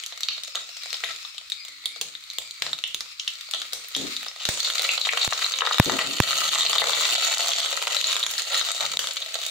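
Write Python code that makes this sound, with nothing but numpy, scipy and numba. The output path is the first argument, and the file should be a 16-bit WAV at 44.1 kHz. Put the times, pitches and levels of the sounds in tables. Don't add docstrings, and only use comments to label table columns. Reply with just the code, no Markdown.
import sys
import numpy as np
from scipy import signal
from scipy.fft import rfft, irfft, next_fast_len
from scipy.io import wavfile
from scipy.ndimage import uniform_filter1d, minimum_filter1d, map_coordinates
from numba import njit

SR = 44100
rng = np.random.default_rng(int(sys.argv[2]) if len(sys.argv) > 2 else 0)


def master(y):
    cut = np.clip(np.atleast_2d(y).T, -1, 1)
    pcm = np.round(cut * 32767)
    wavfile.write(sys.argv[1], SR, pcm.astype(np.int16))


N = 418949


def amp(db):
    return 10 ** (np.asarray(db) / 20)


def unit_rms(x):
    return x / np.sqrt(np.mean(x ** 2) + 1e-20)


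def along(points, hz):
    freqs, values = np.transpose(points)
    return np.interp(np.log(hz + 1), np.log(freqs + 1), values)


def automation(rows):
    times, *columns = np.transpose(rows)
    return [np.interp(np.arange(N) / SR, times, column) for column in columns]


def wobble(rate):
    knots = rng.standard_normal(int(N * rate / SR) + 4)
    return unit_rms(map_coordinates(knots, [np.arange(N) * rate / SR], order=2))


def filtered(x, response):
    size = 2 * next_fast_len(N // 2 + 8192)
    return irfft(rfft(x, size) * response(np.fft.rfftfreq(size, 1 / SR)), size)[..., :N]


def min_phase(db):
    cepstrum = irfft(np.log(amp(db)))
    half = cepstrum.shape[-1] // 2
    cepstrum[..., 1:half] *= 2
    cepstrum[..., half + 1:] = 0
    return np.exp(rfft(cepstrum))


def bell(hz, centre, width):
    return 1 / (1 + (2 * (hz - centre) / width) ** 2)


def treble_octaves(hz):
    return np.log2(np.clip(hz / 4500, 1, 2.5))


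def stereo_noise(spectrum, side_db):
    noise = filtered(rng.standard_normal((2, N)), lambda hz: amp(along(spectrum, hz)))
    mid, side = noise * amp([[0], [side_db]])
    return unit_rms(np.array([mid + side, mid - side]))


def add(track, time, sound):
    start = max(round(time * SR), 0)
    track[:, start:start + sound.shape[-1]] += sound[:, :max(N - start, 0)]


# (frequency [Hz], level [dB])
ROOM_TONE_EQ = [(20, -11), (80, 4), (200, -13.5), (290, -8), (400, -22), (900, -21), (3000, -33)]
def room_tone():
    return amp(-77) * stereo_noise(ROOM_TONE_EQ, side_db=-10)


# (frequency [Hz], T60 [s])
KITCHEN_DECAY = [(150, 0.42), (1000, 0.26), (4000, 0.29), (8000, 0.4), (15000, 0.2)]
def kitchen(x, early_boost=2.45, stretches=32):
    wet, step = np.zeros((2, N)), N // stretches + 1
    for start in range(0, N, step):
        hz, t, noise = signal.stft(rng.standard_normal((2, SR // 2)), SR, nperseg=256)
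        noise = noise + noise[::-1] * 0.76 * bell(hz, 0, 1700)[:, None]
        decay = amp(-60 * t / along(KITCHEN_DECAY, hz)[:, None])
        tail = signal.istft(noise * decay, SR, nperseg=256)[1]
        tail *= 1 + early_boost * np.exp(-np.arange(tail.shape[1]) / SR / 0.005)
        tail /= np.linalg.norm(tail[0])
        add(wet, start / SR, signal.fftconvolve(x[:, start:start + step], tail, axes=1))
    return wet


# (time [s], pitch [Hz], level [dB])
WHINE_MOVES = [(0, 2380, -53), (.16, 2070, -48), (.3, 2140, -57), (.46, 2510, -49), (.62, 2556, -48),
               (.77, 2670, -46), (.83, 2350, -43), (.91, 2720, -51), (1.1, 2400, -46), (1.3, 2610, -52),
               (1.45, 2480, -57), (1.58, 2360, -40.5), (1.66, 2148, -50), (1.82, 1992, -46),
               (1.93, 2324, -41), (2.14, 2060, -70), (2.34, 2334, -43), (2.56, 2234, -47.5),
               (2.9, 2247, -67), (3.11, 2620, -44), (3.17, 2037, -64), (3.48, 2325, -47), (3.75, 2231, -52),
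               (4.4, 2200, -79)]
def far_whine(strands=3, waver=0.033, octave_db=3, swell_db=4, direct_db=-8):
    pitch_hz, level_db = automation(WHINE_MOVES)
    tone = np.zeros((2, N))
    for _ in range(strands):
        strand_hz = pitch_hz * (1 + waver * (wobble(45) + wobble(350)))
        phase = 2 * np.pi * np.cumsum(strand_hz) / SR
        tone += amp(swell_db * wobble(24.86)) * (np.sin(phase) + amp(octave_db) * np.sin(2 * phase))
    tone = amp(level_db) * unit_rms(tone)
    return amp(direct_db) * tone + kitchen(tone, early_boost=0)


# (time [s], level [dB], hold [s], pitch [Hz], ring level [dB])
BUMP_CUES = [(1.681, -79, 0.49, 284, 3.5), (1.996, -61, 0.079, 140.4, -8), (2.613, -54, 0.11, 141.6, -5.5),
             (3.54, -62, 0.1, 307, -6), (3.959, -36, 0.082, 278.4, -2), (4.067, -60.5, 0.13, 246, 0.5),
             (4.495, -49, 0.047, 158, -15), (5.863, -28, 0.065, 266.2, -7), (5.878, -41, 0.042, 372.5, 6),
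             (6.043, -41.5, 0.086, 283.5, -5.5), (6.218, -54, 0.77, 143.6, -5.5),
             (8.82, -57.5, 0.2, 131, -8)]
def worktop_bumps(side_db=-3, pan_db=7, rumble_db=-2, rumble_t60=0.34, ring_t60=0.29, size=65536):
    track, t, hz = np.zeros((2, N)), np.arange(size) / SR, np.fft.rfftfreq(size, 1 / SR)
    ring_attack = 1 - np.exp(-t / 0.0035)
    for time, level_db, hold_s, pitch_hz, ring_db in BUMP_CUES:
        body = bell(hz, pitch_hz, 500) * hz ** 2 / (hz ** 2 + 110 ** 2)
        mid, side = irfft(rfft(rng.standard_normal((2, size))) * body) * amp([[0], [side_db]])
        after_hold = np.maximum(t - hold_s, 0)
        noise = unit_rms(np.array([mid + side, mid - side]))
        rumble = amp(rumble_db - 60 * after_hold / rumble_t60) * noise
        ring_hz = pitch_hz * (1 + 0.02 * wobble(38.5)[:size])
        tone = unit_rms(np.sin(2 * np.pi * np.cumsum(ring_hz) / SR))
        ring = amp(ring_db - 60 * after_hold / ring_t60) * ring_attack * tone
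        add(track, time, amp(level_db) * (rumble + ring))
    return track * amp([[pan_db / 2], [-pan_db / 2]])


ROLLING_BOIL_PER_S = 476
# (time [s], level [dB])
FRY_LEVEL = [(0, -42), (.5, -44), (1.12, -38), (1.4, -45.5), (2.2, -45.5), (3.85, -41), (4.1, -33.5),
             (4.36, -44), (4.53, -35.5), (4.92, -28.5), (5.02, -37), (5.14, -31), (5.65, -35.5), (5.9, -30),
             (6.12, -37.5), (6.3, -27), (7.1, -28.5), (7.65, -31), (7.85, -38.5), (8.02, -32),
             (8.45, -39.5), (8.57, -27.5), (8.72, -37.5), (8.92, -35), (8.95, -41), (8.99, -50),
             (9.03, -38), (9.15, -40.5), (9.5, -32)]
# (time [s], small pops [1/s])
BOIL_RATE = [(0, 47.5), (1.8, 40.9), (4.2, 46.6), (4.6, 246), (5.8, 286), (6.4, 582), (7.8, 625),
             (9.5, 234)]
# (frequency [Hz], level [dB])
SIMMER_EQ = [(300, -36), (600, -58), (900, -24), (1300, -7), (1600, -14.5), (2200, -5.5), (3000, -8.5),
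             (4000, 0), (5500, -13), (7200, -11.5), (9000, -21), (11500, -27.5), (15000, -21.5)]
# (frequency [Hz], level [dB])
BOIL_EQ = [(200, -50), (350, -12.5), (500, -21), (680, -8.5), (900, -49), (1300, -21), (1650, -27),
           (3000, 5), (3800, -13), (4500, 5), (5400, -58), (7200, -21), (9000, -13), (11500, -19),
           (15000, -18)]
def fizz(simmer_flutter_db=1, extra_flutter_db=2):
    level_db, = automation(FRY_LEVEL)
    boil = np.clip(automation(BOIL_RATE)[0] / ROLLING_BOIL_PER_S, 0, 1)
    thin = np.sqrt(1 - boil ** 2) * stereo_noise(SIMMER_EQ, side_db=0)
    full = boil * stereo_noise(BOIL_EQ, side_db=0.5)
    flutter_db = simmer_flutter_db + extra_flutter_db * boil
    flutter = unit_rms(amp(1.4 * wobble(600) + flutter_db * wobble(40)))
    return amp(level_db) * (thin + full) * flutter


# (time [s], level [dB], suction length [s], pan L-R [dB])
SPLAT_CUES = [(4.489, -8, 0.0012, -5), (5.2765, -11, 0.0014, -11), (5.7985, 8, 0.00267, 3.5),
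              (6.2016, 5, 0.0016, -6)]
def splats(spike_s=0.0003, second_spike_s=0.00115, second_spike_gain=2.16,
           rebound_hz=105, rebound_t60=0.025):
    track, t = np.zeros((2, N)), np.arange(SR // 20) / SR
    lobe = lambda start, length: np.sin(np.pi * np.clip((t - start) / length, 0, 1))
    spikes = lobe(0, spike_s) + second_spike_gain * lobe(second_spike_s, spike_s)
    for time, level_db, suction_s, pan_db in SPLAT_CUES:
        suction = lobe(spike_s, suction_s) ** 0.5
        late = np.maximum(t - suction_s, 0)
        rebound = np.sin(2 * np.pi * rebound_hz * late) * amp(-60 * late / rebound_t60)
        grit = signal.lfilter([1], [1, -0.55], rng.standard_normal((2, len(t)))) * amp(-60 * t / 0.009)
        attack = amp([[pan_db / 2], [-pan_db / 2]]) * (spikes + amp(-5) * grit)
        add(track, time, amp(level_db) * (attack - suction + rebound))
    return track


# (frequency [Hz], level [dB])
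HUSK_EQ = [(40, -53), (200, -43), (500, -11), (900, -11), (1400, -9), (2400, -4.5), (3900, 5.5), (5400, -4),
           (7200, -3.5), (9000, -15), (11500, -19), (15000, -14.5)]
# (time [s], level [dB], treble tilt [dB/octave], reverb send [dB])
HUSK_CUES = [(2.0131, -5, 2.5, 1), (2.385, -3, 2.5, -3), (2.6219, 3, -6.5, -1.5), (2.9457, -5, 2.5, -2),
             (3.0072, -12, -2, -0.5), (3.733, -2.5, 3.5, 2), (4.4891, 3.5, 2.5, 5), (7.1431, -6, -7, -8),
             (8.9712, -3, -5, -28), (8.9918, -2, 2, 7)]
def husk_cracks(hold_s=0.00035, t60=0.004, width=0.85, snap=7, drive=1.6, size=512):
    direct, send = np.zeros((2, 2, N))
    t, hz = np.arange(size) / SR, np.fft.rfftfreq(size, 1 / SR)
    envelope = amp(-60 * np.maximum(t - hold_s, 0) / t60)
    for time, level_db, tilt, send_db in HUSK_CUES:
        shared, *sides = np.sign(rng.standard_normal((3, size)))
        split = (shared + width * np.array(sides)) * envelope
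        split[:, 0] += snap
        crack = irfft(rfft(split) * min_phase(along(HUSK_EQ, hz) + tilt * treble_octaves(hz)))
        crack = amp(level_db) * np.tanh(drive * crack / np.abs(crack).max())
        add(direct, time, crack)
        add(send, time, amp(send_db) * crack)
    return direct, send


# (centre [Hz], width [Hz], boost [dB])
POT_MODES = [(464, 26, 7.5), (550.6, 29, 9), (669, 67, 9.5), (1314, 280, 11.5), (1927, 223, 10),
             (2300, 24, 8.5), (3008, 74, 4.5), (3770, 340, 7), (4360, 490, 11.5), (6700, 610, 1.5)]
def clay_pot(x, depth=1):
    def response(hz):
        return min_phase(depth * sum(db * bell(hz, centre, width) for centre, width, db in POT_MODES))
    return filtered(x, response)


def oil_bursts(rows, spectrum, width, tear_t60=0.008, snap=2.23, squash=0, max_level_db=3, size=512):
    times, level_db, cavity_hz, ring_db, bass_db, tilt = np.transpose(rows)[:, :, None]
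    t, hz = np.arange(size) / SR, np.fft.rfftfreq(size, 1 / SR)
    shared, left, right = rng.standard_normal((len(rows), 3, size)).transpose(1, 0, 2)
    tear = (shared + width * np.array([left, right])) * amp(-60 * t / tear_t60)
    tear[..., 0] += snap
    cavity = ring_db * bell(hz, cavity_hz, width=1500)
    hollow = bass_db * hz ** 2 / (hz ** 2 + 250 ** 2) / (1 + (hz / 1800) ** 4)
    colour_db = along(spectrum, hz) + cavity + hollow + tilt * treble_octaves(hz)
    pops = irfft(rfft(tear) * min_phase(colour_db))
    pops /= np.abs(pops).max(axis=-1, keepdims=True).mean(axis=0)
    pops *= (1 + squash) / (1 + squash * np.abs(pops))
    pops *= amp(np.minimum(level_db, max_level_db))
    track = np.zeros((2, N))
    for time, pop in zip(times[:, 0], pops.transpose(1, 0, 2)):
        add(track, time, pop)
    return track


# (frequency [Hz], level [dB])
SMALL_POP_EQ = [(30, -41), (120, -32), (310, -41.5), (490, -19.5), (900, -16.5), (1700, -18.5), (2600, -6),
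                (3700, -2.5), (4400, -9), (5400, -9.5), (7200, -3), (8800, -21), (11500, -29.5),
                (15000, -23.5)]
# (time [s], length [s], level [dB], cavity pitch [Hz])
SPIT_CUES = [(0.549, 0.028, -29, 1320), (1.036, 0.0095, -25, 1300), (1.088, 0.028, -32, 1930),
             (3.195, .005, -33, 3600), (3.535, .012, -28, 1204), (4.397, .045, -32.5, 3240),
             (4.647, 0.026, -23, 4400), (4.845, 0.008, -16, 2180), (4.898, 0.016, -16.5, 3500),
             (5.052, 0.0088, -21, 3400), (5.212, 0.022, -20, 4200), (5.416, 0.011, -22, 1850),
             (5.722, 0.01, -22.5, 3860), (5.993, 0.029, -17, 1930), (7.135, 0.0038, -26, 3710),
             (7.23, 0.027, -23, 3860), (8.505, 0.03, -30.5, 650), (8.545, .07, -25, 3760),
             (8.809, 0.046, -33, 990), (9.167, .009, -23.5, 3720), (9.218, .007, -27, 3600)]
def spits(pops_per_s=600, pitch_spread=0.07, ring_db=9.5, tilt=-4):
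    rows = []
    for start, length, level_db, cavity_hz in SPIT_CUES:
        bass_db = 12 * np.clip(np.log2(2500 / cavity_hz), 0, 1.3)
        for offset in np.arange(0, length, 1 / pops_per_s):
            jitter, strength, pitch = rng.standard_normal(3)
            time = start + offset + 0.3 * abs(jitter) / pops_per_s
            pitch_hz = cavity_hz * np.exp(pitch_spread * pitch)
            rows.append((time, level_db + 2 * strength, pitch_hz, ring_db, bass_db, tilt))
    return oil_bursts(rows, SMALL_POP_EQ, width=0.59)


def crackle(gain_db=32.5, db_per_doubling=3.5, spread_db=7, clump_db=2.5, clumps_per_s=30, ring_db=1.5):
    fry_db, = automation(FRY_LEVEL)
    rate, = automation(BOIL_RATE)
    clumping = unit_rms(amp(clump_db * wobble(clumps_per_s) / 2)) ** 2
    pops_due = np.cumsum(rate * clumping) / SR
    count = int(pops_due[-1])
    jitter, strength, pitch, bass, treble = rng.standard_normal((count, 5)).T
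    onsets = np.clip(np.searchsorted(pops_due, np.arange(count) + 2 * jitter), 0, N - 1)
    doublings = np.log2(rate[onsets] / ROLLING_BOIL_PER_S)
    layer_db = fry_db[onsets] + gain_db + db_per_doubling * doublings
    share_db = -10 * np.log10(rate[onsets])
    level_db = layer_db + share_db + spread_db * np.minimum(strength, 2.1)
    cavity_hz = 3500 * np.exp(0.45 * pitch)
    bass_db = 6 + doublings + 6 * np.minimum(bass, 1)
    tilt = 1.5 + 5.5 * treble
    rows = np.column_stack([onsets / SR, level_db, cavity_hz, np.full(count, ring_db), bass_db, tilt])
    return oil_bursts(rows, SMALL_POP_EQ, width=0.97)


# (frequency [Hz], level [dB])
LOUD_POP_EQ = [(310, -36), (490, -20), (900, -18.5), (1700, -13.5), (2600, -5), (3700, 0.5), (4600, -6.5),
               (5600, -9.5), (7000, -6), (8600, -18.5), (11500, -26.5), (15000, -27.5)]
# (time [s], level before the cap [dB], cavity pitch [Hz], cavity ring [dB],
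# hollow bass [dB], treble tilt [dB/octave])
POP_CUES = [(0.037, -18, 3470, 14, -10, 8), (0.0627, -15.5, 4450, 9, 1, 14),
            (0.1242, -22, 4030, 7, 14, -11), (0.2069, -20, 3660, 0, -12, 2.5),
            (0.2331, -11, 3960, 7.5, -10, -4), (0.2864, 3, 3800, 10, -4, -15),
            (0.3074, -22, 3660, 4, 10, -14), (0.3801, -24, 4000, 11, 13, -4),
            (0.4351, -18.5, 3780, 13, -3, 7), (0.4476, -24.5, 6670, 9, -5, 4),
            (0.555, -2.5, 3680, 6.5, 8, 5.5), (0.8342, -22.5, 4420, 8, 2, 10),
            (0.8589, -22.5, 4230, 6, 16, 7), (0.9048, -18, 5250, 12, -3, -3),
            (0.9298, -14.5, 4230, 1, -2, 2), (0.9426, -15.5, 4980, 17, 5, -5),
            (1.0385, -3, 2600, 4.5, 16, -6), (1.0435, -6, 3740, 8, 5, 11), (1.162, -23, 3880, 7, 4, 8),
            (1.2245, -33, 3900, 6, 3, 0), (1.2498, -24.5, 3660, 15, 23, -5), (1.3813, -19.5, 3290, 7, 7, 4),
            (1.5, -19, 3760, 17, 9, 17), (1.52, -16.5, 3565, 8, -18, -7),
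            (1.8574, -11.5, 3495, 14, 1, 10.5), (2.1522, -23.5, 3800, 4, 6, -15),
            (2.239, -30, 4380, 5, -2, 12), (2.3016, -22, 4110, 9, -5, 9), (2.3119, -25.5, 3470, 3, 6, 11),
            (2.3351, -26, 3910, 13, 15, 14), (2.51, -22, 4390, 5, -3, 7), (2.6655, -15.5, 3410, 1, 12, -7),
            (2.7316, -14.5, 3640, 13, 6, 4), (2.781, -27, 4200, 3, 7, 9), (2.8389, 0, 2950, 11, -5, -12),
            (2.876, -22, 7030, 8, 0, 18), (3.1976, -15, 3200, 10, -20, -5),
            (3.2773, -10, 2780, 17, -4, -11), (3.2799, -14, 3050, 6, -6, 3), (3.41, -24, 4600, 13, -4, 6),
            (3.5118, -17.5, 4680, 5, 3, 12), (3.5369, -2, 3280, 10, -9, 0), (3.5471, -8.5, 3700, 7, 8, 3),
            (3.6176, -17.5, 3800, 4, 14, 4), (3.8854, -19, 1720, 20, -23, 22),
            (3.9498, 0.5, 3340, 7, -9, -5), (3.9645, -3, 4170, 7, 15.5, 14),
            (4.1657, -15.5, 3940, 13, 0, 8), (4.2307, -19, 3290, 7, 15, 11.5),
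            (4.2648, -22.5, 4020, 15, 17, 12), (4.2837, -20, 5430, 27, 7, -2), (4.4532, -6, 3840, 13, 6, 7),
            (4.47, -34, 3800, 12, -3, 0), (4.6035, -2, 4200, 10.5, -3, 6), (4.6475, -11, 3980, 15, -7, 8),
            (4.701, -13, 3900, 4, 8, 1), (4.752, -17, 2060, 17, -9, 11), (4.7948, -4, 3170, 7, 21, 9),
            (4.8203, -4, 5060, 11, 8, 13), (4.8316, -10, 3530, 0, 10, 8), (4.8911, 1, 2680, 28, 20, 9),
            (4.9784, -4, 3830, 9, 20, -4), (5.0144, -6, 4120, 18, -11, -1),
            (5.0512, -10.5, 3250, 11, 5, -13), (5.071, -12.5, 3900, -3, 18, 3),
            (5.0907, 2, 2160, 12, 14, -16), (5.1345, -7, 2560, -2, 26.5, 1), (5.1736, -6, 3000, 22, 27, 10),
            (5.2484, -9, 4540, -5, 11, 9), (5.3251, -10, 2300, 11, 29, 0), (5.3328, -5.5, 3940, 7, 6, 0),
            (5.3914, -15, 4380, 5, 16, 11), (5.4439, -13.5, 4070, 31, 30, -13),
            (5.5384, -3, 3780, 19, 15, -16), (5.5876, -6, 6280, 6, 5, -7), (5.6075, -7, 2900, 14, 17, -16),
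            (5.6199, -1.5, 1370, 12, 19, -20), (5.652, -12, 4000, -1, 15, -11),
            (5.6645, -8.5, 3700, 2, 7, -5), (5.672, -10.5, 3200, -3, 25, -8),
            (5.711, -16, 1350, 12, 18, -4), (5.7441, -12.5, 3200, 7, 27, 1), (5.7691, -24, 3170, 9, 13, 2),
            (5.7833, 3, 3630, 8, 19.5, 9), (5.897, 1.5, 6510, 7, 16, -13), (5.9907, 4, 2840, 17, 33, 18),
            (6.491, -1.5, 3800, 4, 8, 11), (6.534, -9, 3900, 10, 18, 0), (6.558, -2.5, 3800, 1, 24, -2),
            (6.664, 0.5, 3920, 11, 5, -6), (6.6084, 1, 3660, 5, 14.5, -3), (6.6517, -12, 2130, 16, -2, -6),
            (6.7312, 2, 4130, 9, 18, -1), (6.7596, -1.5, 3660, 8, 24, 2), (6.7832, 5.5, 3700, 15, 3, 6),
            (6.8191, -2.5, 2170, 10, 31, -12), (6.8961, -7, 4380, 9, 27, 3), (6.9333, 0.5, 4000, 12, 24, 4),
            (7.0526, -6, 3780, 8, 1, 2), (7.159, 0.5, 3130, 9, 0, -3), (7.347, -2.5, 3700, 3, 10, 10),
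            (7.3822, -6.5, 4380, 11, -17, 12), (7.406, -7.5, 3820, 11, -2, 2),
            (7.5177, -8, 3330, 10, -1, 3), (7.5344, 7, 2290, 3, -6, -3), (7.5859, -23, 3800, 20, 0, 15),
            (7.603, -0.5, 4030, 11, 19, 10.5), (7.66, -4.5, 3900, 11, 10, 8),
            (7.8252, -10.5, 1300, -1, 27, 12), (7.8724, -7, 2850, -3, 20, 3.5),
            (7.8789, -8.5, 3410, 8, 22, 8), (7.9672, -1, 3980, 16, 7, 5), (8.0131, -1.5, 3800, 2, -12, 5),
            (8.0425, -3, 4130, 12, -8, -4), (8.07, -11.5, 6700, 18, 10, 10), (8.111, -19, 3800, 7, 0, -1),
            (8.1286, -2.5, 4330, 5, 11, 7), (8.1334, -7, 3060, 8, 11, 6), (8.1554, -12, 3800, 9, 17, -11),
            (8.1659, -7, 3800, 5, 14, 5), (8.229, -9.5, 3850, 17, -1, -1), (8.2372, -2, 3800, 4, 16, 3),
            (8.2648, -2, 2950, -1, 3, 2), (8.3124, -11, 5060, 8, 6, 21), (8.3808, -9.5, 4080, 4, -4, 2),
            (8.3853, -11.5, 3170, -3, 12, 9), (8.3961, -11, 4100, 10, 11, 7),
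            (8.613, -4.5, 7000, 0, 8, -12), (8.7172, -7, 3170, -6, 7, 6), (9.072, -10, 3530, 5, 8, 9),
            (9.135, -20, 7000, -1, -2, 17), (9.16, -16.5, 3980, -6, -1, 10),
            (9.3432, -14, 3770, 17, 19, 16)]
def loud_pops():
    return oil_bursts(POP_CUES, LOUD_POP_EQ, width=0.52, tear_t60=0.004, snap=2.8, squash=0.38)


# (frequency [Hz], pan L-R [dB])
PORT_BALANCE = [(100, 0.5), (450, 9), (680, -0.5), (1200, 5), (2400, 3.5), (3100, 0), (3700, 2.5),
                (4400, 0), (5400, 9.5), (6400, 0.5), (7500, -6), (9500, -9.5), (12000, 2), (15000, 3.5)]
def microphone_ports(x):
    return filtered(x, lambda hz: min_phase(along(PORT_BALANCE, hz) * np.array([[0.5], [-0.5]])))


def scene(small_send_db=-2):
    loud = clay_pot(loud_pops(), depth=0.5)
    small = clay_pot(crackle() + spits())
    husks, husk_send = husk_cracks()
    reverb = kitchen(loud + amp(small_send_db) * small + husk_send)
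    airborne = loud + small + husks + reverb + fizz() + far_whine()
    return microphone_ports(airborne) + worktop_bumps() + splats() + room_tone()


@njit
def limiter_release(cut_db, decay):
    out = cut_db.copy()
    for i in range(1, len(out)):
        out[i] = max(cut_db[i], out[i - 1] * decay)
    return out


def record(dry, threshold_db=-8.5, max_cut_db=11, hold_s=0.0074, release_s=0.028, top_hz=15700):
    peak_db = 20 * np.log10(np.abs(dry).max(axis=0) + 1e-9)
    over_db = np.clip(peak_db - threshold_db, 0, max_cut_db)
    half = round(hold_s * SR / 2)
    held_db = -minimum_filter1d(-over_db, 2 * half + 1, origin=half - 20)
    cut_db = uniform_filter1d(limiter_release(held_db, np.exp(-1 / (release_s * SR))), size=32)
    clipped = np.clip(dry * amp(-cut_db), -0.95, 0.95)
    return filtered(clipped, lambda hz: 1 / (1 + (hz / top_hz) ** 120))


dry = scene()
out = record(dry)
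master(out)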